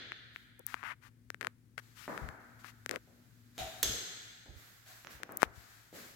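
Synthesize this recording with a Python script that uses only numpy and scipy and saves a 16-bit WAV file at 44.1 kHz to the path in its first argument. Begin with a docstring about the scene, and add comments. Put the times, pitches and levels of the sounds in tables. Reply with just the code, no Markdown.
"""Footsteps wander about an empty, echoing room: heels knock on laminate and the floor thumps.
The walker holds a recorder, so fingers tick, rub and creak on its case right beside the left microphone.
A dull switch snap rings away at the start; later a hand meets the hollow wall and a bright snap sets
the room ringing. Underneath lie the rustle of a sleeve and a faint ventilation hum."""
import sys
import numpy as np
from scipy import signal
from scipy.fft import rfft, irfft, next_fast_len
from scipy.io import wavfile

SR = 44100
rng = np.random.default_rng(int(sys.argv[2]) if len(sys.argv) > 2 else 0)


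def master_out(mix):
    """Clip the mix to full scale and print it as 16-bit PCM to the path in sys.argv[1]."""
    frames = np.transpose(np.atleast_2d(mix))
    ceiling = np.clip(frames, -1, 1)
    pcm = np.round(ceiling * 32767).astype(np.int16)
    wavfile.write(sys.argv[1], SR, pcm)


N = 271215
T = np.arange(N) / SR

# Ring of the bare room. Each row: frequency in Hz, seconds to die away by 60 dB.
ROOM_DECAY = [(100, 1.25), (300, 1.06), (700, 1.11), (1700, 2.14), (3500, 1.544), (6500, 1.26),
              (12000, 0.71)]
# Stereo width of noise. Each row: frequency in Hz, likeness of left and right from 0 to 1.
STEREO_LIKENESS = [(50, 0.61), (200, 0.59), (500, 0.65), (1000, 0), (3000, 0), (16000, 0)]
# Colour of the ventilation's air. Each row: frequency in Hz, level in dB.
AIR_SPECTRUM = [(25, -24.5), (55, 2), (85, -3.5), (120, 3), (170, -4.5), (260, -4.5), (400, -14.5),
                (700, -28), (1800, -28), (3500, -31), (9000, -32), (16000, -34)]
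# How much ventilation reaches the walker. Each row: time in seconds, level in dB.
VENT_REACH = [(0, -3), (.8, -2), (2.6, -0.5), (3.4, -0.5), (4.3, -3.5), (4.8, -7), (6.15, -8)]
# Colour of the sleeve's cloth. Each row: frequency in Hz, level in dB.
CLOTH_SPECTRUM = [(500, -5), (1000, 1), (1600, 8.5), (2800, 0.5), (4200, 2), (5700, -0.5), (7500, 0.5),
                  (9200, -7.5), (12000, 2), (16000, -1.5)]
# Swings of the arm. Each row: start in seconds, length in seconds, level in dB, left over right in dB.
ARM_SWINGS = [(0.322, 0.16, -68, -2), (1.785, 0.32, -65, 5), (2.044, 0.28, -57.5, 4.5),
              (2.588, 0.05, -63.5, 11), (3.533, 0.64, -54, 6.5), (4.173, 0.23, -65, -4),
              (4.528, 0.39, -58.5, -1), (4.849, 0.23, -54, 1.5), (5.094, 0.1, -53.5, -1),
              (5.52, 0.29, -59, 6), (5.658, 0.32, -61, 4), (5.92, 0.24, -50, 2.5)]
# The grip tightens. Each row: start in seconds, end in seconds, level in dB.
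CASE_CREAKS = [(0.587, 0.608, -54.5), (1.408, 1.485, -51), (1.773, 1.798, -59), (2.886, 2.985, -43)]
# Fingers slide. Each row: start in seconds, end in seconds, level in dB, hiss over scrape in dB.
FINGER_RUBS = [(0.647, 0.771, -50.5, -3.5), (0.734, 0.852, -53, -10), (.815, .948, -38.5, -18),
               (1.004, 1.1, -56, -5.5), (1.396, 1.475, -53.5, -8), (1.773, 1.802, -44.5, -7),
               (1.94, 2.089, -54.5, 3), (2.623, 2.724, -52.5, -1.5), (2.892, 2.981, -50, -6),
               (5.387, 5.461, -47, -2)]
# A nail catches an edge of the case. Each row: start in seconds, level in dB.
NAIL_CATCHES = [(.594, -30), (.6663, -11), (5.3218, -28), (5.372, -11.5)]
# The grip slips. Each row: start in seconds, level in dB, ring pitch in Hz, crack over ring in dB.
GRIP_SLIPS = [(.1199, -20, 1710, -22), (.361, -23.5, 1870, -32), (0.7425, -14.5, 1290, -18),
              (0.8301, -25.5, 1310, -27), (0.8372, -24.5, 1310, -17), (1.303, -22.5, 1620, -4),
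              (1.3448, -27, 1700, -10.5), (1.4112, -20, 1700, -6.5), (1.4161, -27.5, 1700, -9),
              (1.429, -25, 1730, -9), (1.4476, -19, 1490, -13), (1.4698, -14.5, 1500, -10.5),
              (1.7792, -25.5, 1520, -7), (1.7807, -24, 1810, -8.5), (2.1773, -21.5, 1450, -11.5),
              (2.2886, -27, 1500, -9), (2.6451, -28.5, 1350, -23), (2.8613, -22, 1660, 0),
              (2.8933, -21, 1920, 0), (2.9115, -20, 1700, 3), (2.9407, -28, 1410, -23),
              (2.9597, -19.5, 1870, -8.5), (5.233, -21.5, 1673, -3.5), (5.4199, -16.5, 1380, -2),
              (5.4306, -2.5, 880, -9.5), (5.438, -19.5, 1700, -20)]
# The hollow wall. Each row: resonance in Hz, width in Hz, level in dB.
WALL_RESONANCES = [(650, 28, 1.5), (736, 15.6, 7.5), (767, 62, -1), (1500, 1200, -16), (2420, 430, -10.5),
                   (2867, 220, -9.5), (3760, 390, -6), (5630, 1100, -16.5), (6780, 610, -12.5),
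                   (12600, 2600, -22.5)]
# Light knocks on wall and door frame. Each row: start in seconds, level in dB.
WALL_KNOCKS = [(3.5797, -32), (3.589, -33.5), (4.862, -53.5)]
# A switch and its plate. Each row: resonance in Hz, width in Hz, level in dB.
SWITCH_RESONANCES = [(416, 84, -0.5), (1700, 540, -1), (2954, 670, 0.5), (3500, 370, 6.5), (4150, 197, 7),
                     (4480, 690, 0.5), (5384, 650, 2.5), (6294, 110, 11.5), (6523, 170, 8), (7630, 450, 3),
                     (8480, 190, -8.5), (10520, 1100, -5.5), (12030, 750, 0), (14700, 2500, -7.5)]
# Two switch snaps: a duller one ringing away at the start, then a bright one.
# Each row: start in seconds, level in dB, brightness as a cutoff in Hz.
SWITCH_SNAPS = [(-.36, -12, 4000), (3.829, -15, 15300)]
# Plank joints click. Each row: start in seconds, level in dB.
JOINT_CLICKS = [(5.0479, -37), (5.0711, -32)]
# Weight lands on the floor or pushes on the wall.
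# Each row: start in seconds, level in dB, swell time in seconds, left over right in dB.
WEIGHT_THUMPS = [(2.217, -39, .014, 22.5), (2.283, -43.5, 0.0078, 18), (3.596, -41.5, .026, 1.5),
                 (3.841, -38, .033, 0), (4.48, -47.5, .018, -10), (4.559, -49.5, .008, -14),
                 (5.139, -52, .018, 8), (5.439, -56, .023, 28), (5.565, -53, .014, 21)]
# Heels on the planks. Each row: start in seconds, level in dB, brightness as a cutoff in Hz.
HEEL_STRIKES = [(-.1, -44, 557), (2.0794, -26.5, 1700), (3.0749, -56.5, 820), (3.579, -43.5, 690),
                (3.835, -38, 590), (4.461, -52.5, 840), (5.048, -52, 590), (5.202, -48.5, 860),
                (5.2928, -35, 1700), (5.928, -44, 660)]


def from_db(db):
    """Decibels as a gain."""
    return 10 ** (np.asarray(db) / 20)


def rms_one(x):
    """Scale to an rms of 1."""
    return x / np.sqrt(np.mean(x ** 2) + 1e-20)


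def peak_one(x):
    """Scale to a peak of 1."""
    return x / np.abs(x).max()


def at_hz(points, hz):
    """Read a curve along a logarithmic frequency axis."""
    freqs, values = np.transpose(points)
    return np.interp(np.log(hz + 1), np.log(freqs), values)


def pan(db):
    """Stereo gains that put the left db above the right."""
    return from_db(np.array([[db], [-db]]) / 2)


def cut(x, hz, kind, order=2):
    """A low-pass or high-pass filter."""
    return signal.sosfilt(signal.butter(order, min(hz, .45 * SR), kind, fs=SR, output="sos"), x)


def resonate(x, hz, width_hz):
    """A resonance with gain 1 on top."""
    return signal.lfilter(*signal.iirpeak(min(hz, .45 * SR), hz / width_hz, fs=SR), x)


def resonate_twice(x, hz, width_hz):
    """Two like resonances in series: a softer attack and steeper skirts."""
    return resonate(resonate(x, hz, width_hz), hz, width_hz)


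def click(size=4096):
    """One clean contact."""
    return signal.unit_impulse(size) + 1e-18


def burst(decay_s, size=4096):
    """A quickly dying spatter of tiny contacts, even in colour; energy 1."""
    fade = np.exp(-T[:size] / decay_s)
    phases = np.angle(rfft(rng.standard_normal(size) * fade))
    spatter = irfft(np.exp(1j * phases), size) * fade ** .25
    return spatter / np.linalg.norm(spatter)


def struck(contact, modes):
    """The modes of a body, rung by one contact; peak 1."""
    return peak_one(sum((-1) ** k * from_db(db) * resonate(contact, hz, width)
                        for k, (hz, width, db) in enumerate(modes)))


def add(out, s, sound):
    """Mix a sound in at s seconds; it may begin before the scene does."""
    at = round(s * SR)
    part = sound[:, max(-at, 0):N - at]
    out[:, max(at, 0):max(at, 0) + part.shape[1]] += part


def noise(spectrum, size=N):
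    """Coloured stereo noise of rms 1, narrower in the bass."""
    n = next_fast_len(size)
    hz = np.arange(n // 2 + 1) * SR / n
    alike = np.clip(at_hz(STEREO_LIKENESS, hz), 0, 1)
    mid, side = rfft(rng.standard_normal((2, n)))
    both = np.sqrt(1 + alike) * mid + np.sqrt(1 - alike) * side * [[1], [-1]]
    return rms_one(irfft(both * from_db(at_hz(spectrum, hz)), n)[:, :size])


def room(x, near_db, near_t60, far_db, size=80000):
    """Dense echoes of the nearby walls, then the long ring of the whole room, dying band by band."""
    t = T[:size]
    white = rfft(noise([(20, 0), (20000, 0)], size=size))
    octave = np.log2(np.maximum(np.arange(white.shape[1]) * SR / size, 110) / 110)
    far = 0
    for k in range(9):
        band = irfft(white * (np.round(octave) == k), size)
        far = far + band * from_db(-60 * t / at_hz(ROOM_DECAY, 110 * 2 ** k))
    near = irfft(white, size) * from_db(-60 * t / near_t60)
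    build_up = 1 - np.exp(-t / 0.005)
    echo = (from_db(near_db) * near + from_db(far_db) * far) * build_up / np.sqrt(SR / 20)
    return signal.fftconvolve(x[None], echo, axes=1)


def ventilation():
    """A fan tone and a mains tone waver over a soft rush of air, fading as the walker turns away."""
    fan_hz, mains_hz = 113.2, 240.3
    reach_db = np.interp(T, *np.transpose(VENT_REACH))
    out = from_db(-66.5 + 0.68 * reach_db) * noise(AIR_SPECTRUM) * pan(6.2)
    for hz, db, fade_depth, side_db in [(fan_hz, -65.5, 1.0, 7), (mains_hz, -68, 2.9, 2)]:
        waver = rms_one(resonate_twice(rng.standard_normal(N + SR), hz, 22)[SR:])
        tone = rms_one(np.sin(2 * np.pi * hz * T) + 0.35 * waver)
        out = out + from_db(db + fade_depth * reach_db) * tone * pan(side_db)
    return out


def sleeve():
    """Each swing of the arm is a swish of cloth that rises fast and dies away, brighter on the right."""
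    rise_share, fall_db = 0.16, 9.5
    stir_db, moving_from_s = -69.5, 2.4  # cloth stirs faintly between the swings
    power = from_db(stir_db) ** 2 * (T > moving_from_s)
    for start, length, db, side_db in ARM_SWINGS:
        progress = np.maximum(T - start, 0) / length
        rise = np.minimum(progress / rise_share, 1)
        fall = np.maximum(progress - rise_share, 0) / (1 - rise_share)
        swish = rise * from_db(db - fall_db * np.minimum(fall, 4) ** 2)
        power = power + (swish * pan(side_db)) ** 2
    left, right = np.sqrt(power) * noise(CLOTH_SPECTRUM)
    return np.array([cut(left, 11000, "low"), right])


def pressure(length_s):
    """Finger pressure swells over a stroke and eases off after it."""
    swell = signal.windows.tukey(max(int(length_s * SR), 256), alpha=0.65)
    return cut(np.pad(swell, (0, 2048)), 58, "low", order=1)


def scrape(hz, size):
    """Dense uneven slips through one broad resonance; rms 1."""
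    slips_per_s, spread_db = 9000, 4.1
    slips = rng.standard_normal((2, size)) * (rng.random(size) < slips_per_s / SR)
    slips *= from_db(spread_db * rng.standard_normal(size))
    rung = cut(resonate_twice(slips, hz, width_hz=hz), 1.715 * hz, "low", order=3)
    return rms_one(cut(rung, 0.45 * hz, "high", order=1))


def creaks():
    """The squeezed case creaks low with a faint rasp, and both microphones hear it."""
    out = np.zeros((2, N))
    for start, end, db in CASE_CREAKS:
        squeeze = pressure(end - start)
        groan = scrape(hz=410, size=len(squeeze))
        rasp = from_db(-8) * scrape(hz=1180, size=len(squeeze))
        add(out, start, squeeze * from_db([[db], [db - 4.5]]) * (groan + rasp))
    return out


def rubs():
    """Sliding skin scrapes through the left microphone port's resonance, with a fine hiss on top."""
    out = np.zeros((2, N))
    for start, end, db, hiss_db in FINGER_RUBS:
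        stroke = pressure(end - start)
        hiss = noise([(600, -10), (2500, 9.5), (5500, 5), (9000, -1), (13000, 1), (16000, -7)],
                     size=len(stroke))
        rub = scrape(hz=1520, size=len(stroke)) + from_db(hiss_db) * hiss
        add(out, start, stroke * from_db([[db], [db - 47]]) * rub)
    return out


def nail_clicks():
    """A nail catches the case: a thin, very high click on the left."""
    out = np.zeros((2, N))
    for s, db in NAIL_CATCHES:
        edge = resonate(click() + 0.18 * burst(0.00097), hz=12800, width_hz=3300)
        thin = peak_one(cut(edge, 5100, "high", order=6))
        add(out, s, from_db(db) * thin * from_db([[0], [-34]]))
    return out


def grip_ticks():
    """Skin slips on the case: a brief ring, a crack and a push of air on the left, a thud on both sides."""
    usual_db, usual_width_hz = -23.5, 940
    out = np.zeros((2, N))
    thud = peak_one(resonate_twice(click(), hz=424, width_hz=480))
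    push = peak_one(cut(resonate(click(), hz=390, width_hz=380), 900, "low"))
    for s, db, hz, crack_db in GRIP_SLIPS:
        # a firmer finger damps the ring; so does a slip with less crack, as the skin stays on the case
        width_hz = usual_width_hz * from_db(0.24 * (db - usual_db) - 0.12 * crack_db)
        ring = peak_one(resonate_twice(click(), hz, width_hz))
        # slow slips are round at the top and move the most air
        ring = peak_one(cut(ring, 2.24 * hz, "low", order=3))
        air = from_db(-14) * (1000 / hz) ** 2.2 * push
        edge = click() + 0.53 * burst(0.0012)
        crack = peak_one(cut(cut(edge, 3750, "high", order=4), 3700, "low", order=1))
        tick = ring + air + from_db(crack_db) * crack
        add(out, s, from_db(db) * tick * from_db([[0], [-34]]))
        add(out, s + 0.00068, from_db(-41.5 + 0.8 * crack_db) * thud * pan(-1))
    return out


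def wall_knocks():
    """A hand meets the hollow wall, and the room answers."""
    out = np.zeros((2, N))
    for s, db in WALL_KNOCKS:
        knock = from_db(db) * struck(burst(0.0017), WALL_RESONANCES)
        add(out, s, knock * pan(0))
        add(out, s, room(knock, near_db=6, near_t60=0.44, far_db=2.5) * pan(1))
    return out


def switch_snaps():
    """A rocker snaps over, chatters for a few milliseconds and sets the room ringing."""
    out = np.zeros((2, N))
    for s, db, bright_hz in SWITCH_SNAPS:
        chatter = struck(burst(0.0084), SWITCH_RESONANCES)
        snap = from_db(db) * cut(chatter, bright_hz, "low", order=3)
        add(out, s, snap * pan(-4))
        # the sharpest treble lands far to the right
        sizzle = cut(burst(0.0023), 10700, "high", order=4)
        add(out, s, from_db(db + 14) * sizzle * from_db([[-14], [8]]))
        # the walls return the ring of the plate from all sides
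        plate = struck(click(), SWITCH_RESONANCES)
        plate *= np.linalg.norm(chatter) / np.linalg.norm(plate)
        ring = from_db(db) * cut(plate, bright_hz, "low", order=4)
        add(out, s, room(ring, near_db=-12.5, near_t60=0.117, far_db=1.5) * pan(1.3))
    return out


def plank_joints():
    """Joints in the laminate click underfoot, off to the right."""
    out = np.zeros((2, N))
    ring = resonate(click(), hz=1500, width_hz=1197) + .5 * resonate(click(), hz=5800, width_hz=1200)
    for s, db in JOINT_CLICKS:
        tick = from_db(db) * peak_one(cut(ring, 5200, "low", order=4))
        add(out, s, tick * pan(-10.5))
        add(out, s, room(tick, near_db=-14, near_t60=0.81, far_db=-1))
    return out


def thumps():
    """Under the walker's weight the floor or wall swings for a few slow cycles, with a low rumble."""
    usual_hz, usual_swell_s = 62.9, 0.0198
    out, t = np.zeros((2, N)), T[:SR // 2]
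    for s, db, swell_s, side_db in WEIGHT_THUMPS:
        swell = t / swell_s * np.exp(1 - t / swell_s)
        rumble = noise([(20, -15), (60, 0), (105, 1), (300, -24), (1500, -69)], size=len(t))
        hz = usual_hz * (usual_swell_s / swell_s) ** 0.226  # a shorter thump is higher
        phase = 2 * np.pi * hz * t
        swing = 0.87 * np.sin(phase) + 0.37 * np.sin(2 * phase) + 0.57 * rumble
        add(out, s, from_db(db) / 2 * swell * swing * pan(side_db))
    return out


def footsteps():
    """A heel gives a dull knock with a little grit; most of it arrives by way of the walls."""
    out = np.zeros((2, N))
    for s, db, bright_hz in HEEL_STRIKES:
        knock = cut(cut(click(), bright_hz, "low", order=5), 163, "high")
        hollow = 0.61 * resonate(knock, hz=220, width_hz=280)  # body of the floating planks
        grit = from_db(-15.5) * cut(burst(.002), 2500, "high")
        step = from_db(db) * (peak_one(knock + hollow) + grit)
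        add(out, s, step * pan(2.3))
        add(out, s, from_db(5) * room(step, near_db=-5, near_t60=0.44, far_db=0) * pan(2.8))
    return out


def scene():
    """The walker, the hand on the case and the room's hum."""
    hand = grip_ticks() + nail_clicks() + rubs() + creaks()
    # the hand's small noises barely wake the room
    hand = hand + room(hand[0], near_db=-25, near_t60=0.16, far_db=-45.5)[:, :N]
    walker = footsteps() + thumps() + switch_snaps() + wall_knocks() + plank_joints() + sleeve()
    return walker + hand + ventilation()


def record(dry):
    """A steep low-pass shaves off the very top."""
    cutoff_hz = 16400
    return signal.sosfilt(signal.ellip(10, .1, 80, cutoff_hz, fs=SR, output="sos"), dry)


dry = scene()
out = record(dry)
master_out(out)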